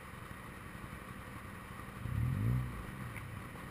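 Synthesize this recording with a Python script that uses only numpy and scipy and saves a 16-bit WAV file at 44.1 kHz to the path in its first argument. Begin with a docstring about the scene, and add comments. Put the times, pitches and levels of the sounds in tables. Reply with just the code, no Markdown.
"""Uneven exhaust beats of an idling twin-cylinder motorcycle at a junction, heard inside a closed case on the
rider, over traffic rumble, road noise ringing in the case and a faint electronic whine. One blip of the
throttle brings an even intake throb, then the engine settles back, with short scuffs against the case.
Beats are clicks through pipe resonances, the throb is summed crank orders, and the road is shaped noise.
The recorder holds each sample at a low rate, which mirrors the sound into the treble."""
import sys
import numpy as np
from scipy import signal
from scipy.fft import rfft, irfft
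from scipy.io import wavfile
from scipy.ndimage import uniform_filter1d

SR = 44100
rng = np.random.default_rng(int(sys.argv[2]) if len(sys.argv) > 2 else 0)


def log_audio(samples):
    """Write samples as a 16-bit WAV file to the path given in sys.argv[1]."""
    # one column per channel
    frames = np.atleast_2d(samples).T
    # limit to full scale, then quantise
    limited = np.clip(frames, -1, 1)
    pcm = np.round(limited * 32767).astype(np.int16)
    wavfile.write(sys.argv[1], SR, pcm)


N = 163170
T = np.arange(N) / SR  # seconds


def gain_of(db):
    """Amplitude factor of a level in dB."""
    return 10 ** (np.asarray(db) / 20)


def evened(x):
    """Scales a signal to an overall rms of 1."""
    return x / np.sqrt(np.mean(x ** 2) + 1e-20)


def curve(points, column=1):
    """Draws straight lines over time through one column of a table whose first column is seconds."""
    columns = np.transpose(points)
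    return np.interp(T, columns[0], columns[column])


def resonate(x, hz, width):
    """One fixed two-pole resonance with a gain of about 1 at its peak."""
    radius = np.exp(-np.pi * width / SR)
    poles = [1, -2 * radius * np.cos(2 * np.pi * hz / SR), radius * radius]
    return signal.lfilter([1 - radius, 0, radius - 1], poles, x)


def body(x, peaks):
    """Parallel resonances of a hollow body, each at its own level."""
    return sum(gain_of(db) * resonate(x, hz, width) for hz, width, db in peaks)


def noise(spectrum, patchy_db, flicker_db):
    """Noise from random short-time spectra with drifting patches and a flicker shared by all bands; rms 1."""
    frames = N // 128 + 5
    real, imaginary, patches = rng.standard_normal((frames, 257, 3)).T
    patches = uniform_filter1d(patches, size=5, axis=0)  # across bands
    patches = evened(uniform_filter1d(patches, size=16, axis=1))  # across time
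    flicker = evened(uniform_filter1d(rng.standard_normal(frames), size=8))
    grains = (real + 1j * imaginary) * gain_of(patchy_db * patches + flicker_db * flicker)
    flat = signal.istft(grains, nperseg=512, noverlap=384)[1][:N]
    corner_hz, db = np.transpose(spectrum)
    hz = np.fft.rfftfreq(N, 1 / SR)
    shape = gain_of(np.interp(np.log(hz + 1), np.log(corner_hz + 1), db))
    return evened(irfft(rfft(flat) * shape, N))


def train(turns, db, spread_db, jitter_s):
    """One uneven click per whole turn, scaled so its mean power does not follow the speed."""
    at = np.flatnonzero(np.diff(np.floor(turns)) > 0)
    chance = rng.standard_normal((200, 2))[:len(at)]
    shift = np.round(jitter_s * SR * chance[:, 0]).astype(int)
    where = np.clip(at + shift, 0, N - 1)
    out = np.zeros(N)
    out[where] = gain_of(db + spread_db * chance[:, 1]) / np.sqrt(np.gradient(turns)[at])
    return out


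def crank():
    """Crank speed in turns per second, and its running sum: the angle in turns that times the engine."""
    # The engine revs. Each row: time in seconds, crank speed in turns per second.
    revs = [(0, 22.53), (.5, 22.72), (1, 22.41), (1.3, 23.8), (1.6, 23.01), (1.95, 22.82), (2.03, 23.68),
            (2.1, 31.58), (2.2, 37.67), (2.33, 45.15), (2.42, 52.74), (2.5, 60.79), (2.6, 64.7),
            (2.68, 62.6), (2.8, 54), (2.95, 44.84), (3.1, 38.83), (3.25, 32.52), (3.4, 22.89), (3.7, 21.92)]
    start_turns = .95
    speed = curve(revs)
    return speed, start_turns + np.cumsum(speed) / SR


def exhaust(turns):
    """Beats at uneven places in each two-turn cycle ring the pipes and echo; also returns the bare beats."""
    # Loudness of the exhaust. Each row: time in seconds, level in dB.
    loudness = [(0, -57.5), (.6, -50), (1.3, -53.5), (1.95, -54.5), (2.1, -49), (2.65, -49.5),
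                (2.78, -49.5), (2.9, -51), (3.0, -49), (3.3, -53), (3.4, -50), (3.7, -51.5)]
    # Beats of one two-turn cycle. Each row: place in the cycle (0-1), relative level in dB, index of its pipe.
    firing = [(-.03, 1, 0), (0.328, -7.5, 1), (0.579, -4.5, 1)]
    # One list of resonances per pipe. Each row: centre in Hz, width in Hz, relative level in dB.
    pipes = [
        [(64, 25, -7), (108, 35, 0), (150, 60, -3), (280, 50, -10)],
        [(64, 25, -7), (104, 30, -5), (192, 20, 6), (240, 40, -9), (285, 35, -5)],
    ]
    # Echoes off road and cars. Each row: delay in seconds, level in dB against the direct sound.
    echoes = [(.007, -9), (.016, -8), (.027, -10), (.041, -12)]
    beats = [train(turns / 2 - place, db, spread_db=1.8, jitter_s=.0008) for place, db, _ in firing]
    soften = signal.butter(4, 306, fs=SR, output="sos")  # low-pass, Hz
    direct = np.zeros(N)
    for beat, (_, _, pipe) in zip(beats, firing):
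        direct += body(signal.sosfilt(soften, beat), pipes[pipe])
    rings = direct.copy()
    for k, (delay, db) in enumerate(echoes, 1):
        delayed = np.pad(direct, (round(delay * SR), 0))[:N]
        rings += (-1) ** k * gain_of(db) * delayed  # alternating polarity
    return evened(rings) * gain_of(curve(loudness)), sum(beats)


def rumble():
    """Low traffic rumble: noise weighted to the bass, with drifting patches and flicker."""
    # Tone of the rumble. Each row: frequency in Hz, relative spectral level in dB.
    tone = [(8, -6), (18, -19), (50, -5), (110, -2), (200, -14), (300, -12), (420, -35.5), (700, -31.5),
            (1100, -28)]
    return gain_of(-55) * noise(tone + [(3000, -76)], patchy_db=-1.0, flicker_db=-2.0)


def road_hiss():
    """Broad road hiss: shaped noise with slight patches and flicker."""
    # Tone of the hiss. Each row: frequency in Hz, relative spectral level in dB.
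    tone = [(350, -7), (600, -5), (707, -12), (874, -30), (1160, -3.5), (1670, -5.5), (1910, -1.5),
            (2800, -12.5), (3090, -18), (3400, -21), (3780, -40), (5140, -28.5), (6000, -68), (7800, -76),
            (13200, -120)]
    return gain_of(-56) * noise(tone, patchy_db=.8, flicker_db=.3)


def case_ring(beats):
    """Road noise rings the resonances of the case, lifted a little after each beat that shakes it."""
    # Resonances of the case. Each row: centre in Hz, width in Hz, relative level in dB.
    peaks = [(521.6, 52, -6.5), (795, 16, -15), (1154, 198, 1), (1464, 78, -7.5), (1874, 73, 2),
             (2268, 64, -3), (2992, 64, -6.5), (3617, 154, -12.5)]
    clatter_db, clatter_s = .5, .0069  # lift per mean shake, decay time of a shake
    shake = signal.oaconvolve(beats, np.exp(-T[:4000] / clatter_s))[:N]
    lift = gain_of(clatter_db * np.minimum(shake / shake.mean(), 3))
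    road = noise([(300, 6.5), (6000, -12.5)], patchy_db=-0.46, flicker_db=-1.3)  # (Hz, relative dB)
    return gain_of(-53.5) * evened(lift) * evened(body(road, peaks))


def whine():
    """Faint steady tones of the electronics: sines at random phases."""
    # Each row: frequency in Hz, rms level in dB.
    tones = [(5039, -86), (5087, -92.5)]
    out = np.zeros(N)
    for hz, db in tones:
        out += np.sqrt(2) * gain_of(db) * np.sin(2 * np.pi * (hz * T + rng.random()))
    return out


def intake(speed, turns):
    """One smooth throb a turn: crank orders through the airbox, lagging as they cross its ring."""
    # The throttle opening and shutting. Each row: time in seconds, level in dB, tilt in dB per order.
    throttle = [(1.95, -62.5, -0.5), (2.03, -43.5, -1.5), (2.1, -44.5, 0), (2.19, -31, -2), (2.29, -36, -1),
                (2.37, -34, -0.5), (2.49, -36, 1.6), (2.56, -35.5, 0.55), (2.63, -40, -2),
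                (2.72, -49.5, -1), (2.8, -33, -20), (2.87, -56, -4), (2.95, -55, 1), (3.12, -53, 0.5),
                (3.27, -45, -2), (3.36, -47, -2.5), (3.45, -75, 2)]
    # Response of the airbox. Each row: frequency in Hz, relative level in dB.
    airbox = [(20, -29), (40, -18), (52, -10), (68, -3), (88, -3.5), (118, 5.5), (135, 3.5), (155, -20),
              (185, -7), (215, -11.5), (255, -9.5), (310, -23.5), (380, -27.5), (520, -31.5), (700, -52)]
    waver_db = .6
    ring_hz, ring_width_hz, ring_lag = 120, 30, .5  # lag in radians per radian of arctangent
    shut_s, shut_fade_s, smear = 2.58, .15, .7  # smear in radians, times order squared
    airbox_hz, airbox_db = np.transpose(airbox)
    tilt = curve(throttle, column=2)
    shut = np.clip((T - shut_s) / shut_fade_s, 0, 1)
    out = np.zeros(N)
    for k in range(1, 15):
        hz = k * speed
        waver = evened(np.interp(T, np.arange(100) / 25, rng.standard_normal(100)))  # 25 points a second
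        level = np.interp(np.log(hz), np.log(airbox_hz), airbox_db) + tilt * (k - 1) + waver_db * waver
        lag = ring_lag * np.arctan((hz - ring_hz) / ring_width_hz)
        drift = smear * k * k * shut  # orders drift apart as the throttle shuts
        out += gain_of(level) * np.cos(2 * np.pi * k * turns - drift - lag)
    return gain_of(curve(throttle)) * out


def rattles():
    """Short scuffs against the case: narrow-band noise with a quick rise and a bell-shaped fall."""
    # Each row: start in seconds, level in dB, fall time in seconds, centre in Hz, width in Hz.
    scuffs = [(2.84, -50, .015, 420, 500), (3.164, -41, .004, 2250, 450), (3.166, -50, .022, 900, 700),
              (3.175, -44, .016, 2100, 500), (3.554, -44, .010, 520, 400)]
    out = np.zeros(N)
    for start, db, length, hz, width in scuffs:
        t = np.clip(T - start, 0, None)
        once = resonate(rng.standard_normal(N), hz, width)
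        ring = evened(resonate(once, hz, width))
        rise = np.minimum(t / .0015, 1)  # 1.5 ms
        out += gain_of(db) * ring * rise * np.exp(-(t / length) ** 2)
    return out


def scene():
    """Sums engine, street, electronics and scuffs into one channel."""
    speed, turns = crank()
    pipe_sound, beats = exhaust(turns)
    street = rumble() + road_hiss() + case_ring(beats)
    return (pipe_sound + street + whine() + intake(speed, turns) + rattles())[None]


def record(dry):
    """Samples held at a low rate: a mirror image around that rate under a sinc; then the band limit."""
    hold_hz, alias_hz, edge_hz = 12000, 5750, 15300  # hold rate, low-pass before it, final band limit
    hz = np.fft.rfftfreq(N, 1 / SR)
    droop = np.sinc(np.minimum(hz, alias_hz) / hold_hz)  # undone ahead of the hold
    low = irfft(rfft(dry) / droop / np.sqrt(1 + (hz / alias_hz) ** 40), N)
    mirrored = low * (1 + 2 * np.cos(2 * np.pi * hold_hz * T))
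    held = irfft(rfft(mirrored) * np.sinc(hz / hold_hz), N)
    limit = signal.firwin(1023, edge_hz, window=("kaiser", 10), fs=SR)
    return signal.oaconvolve(held, limit[None], "same")


dry = scene()
out = record(dry)
log_audio(out)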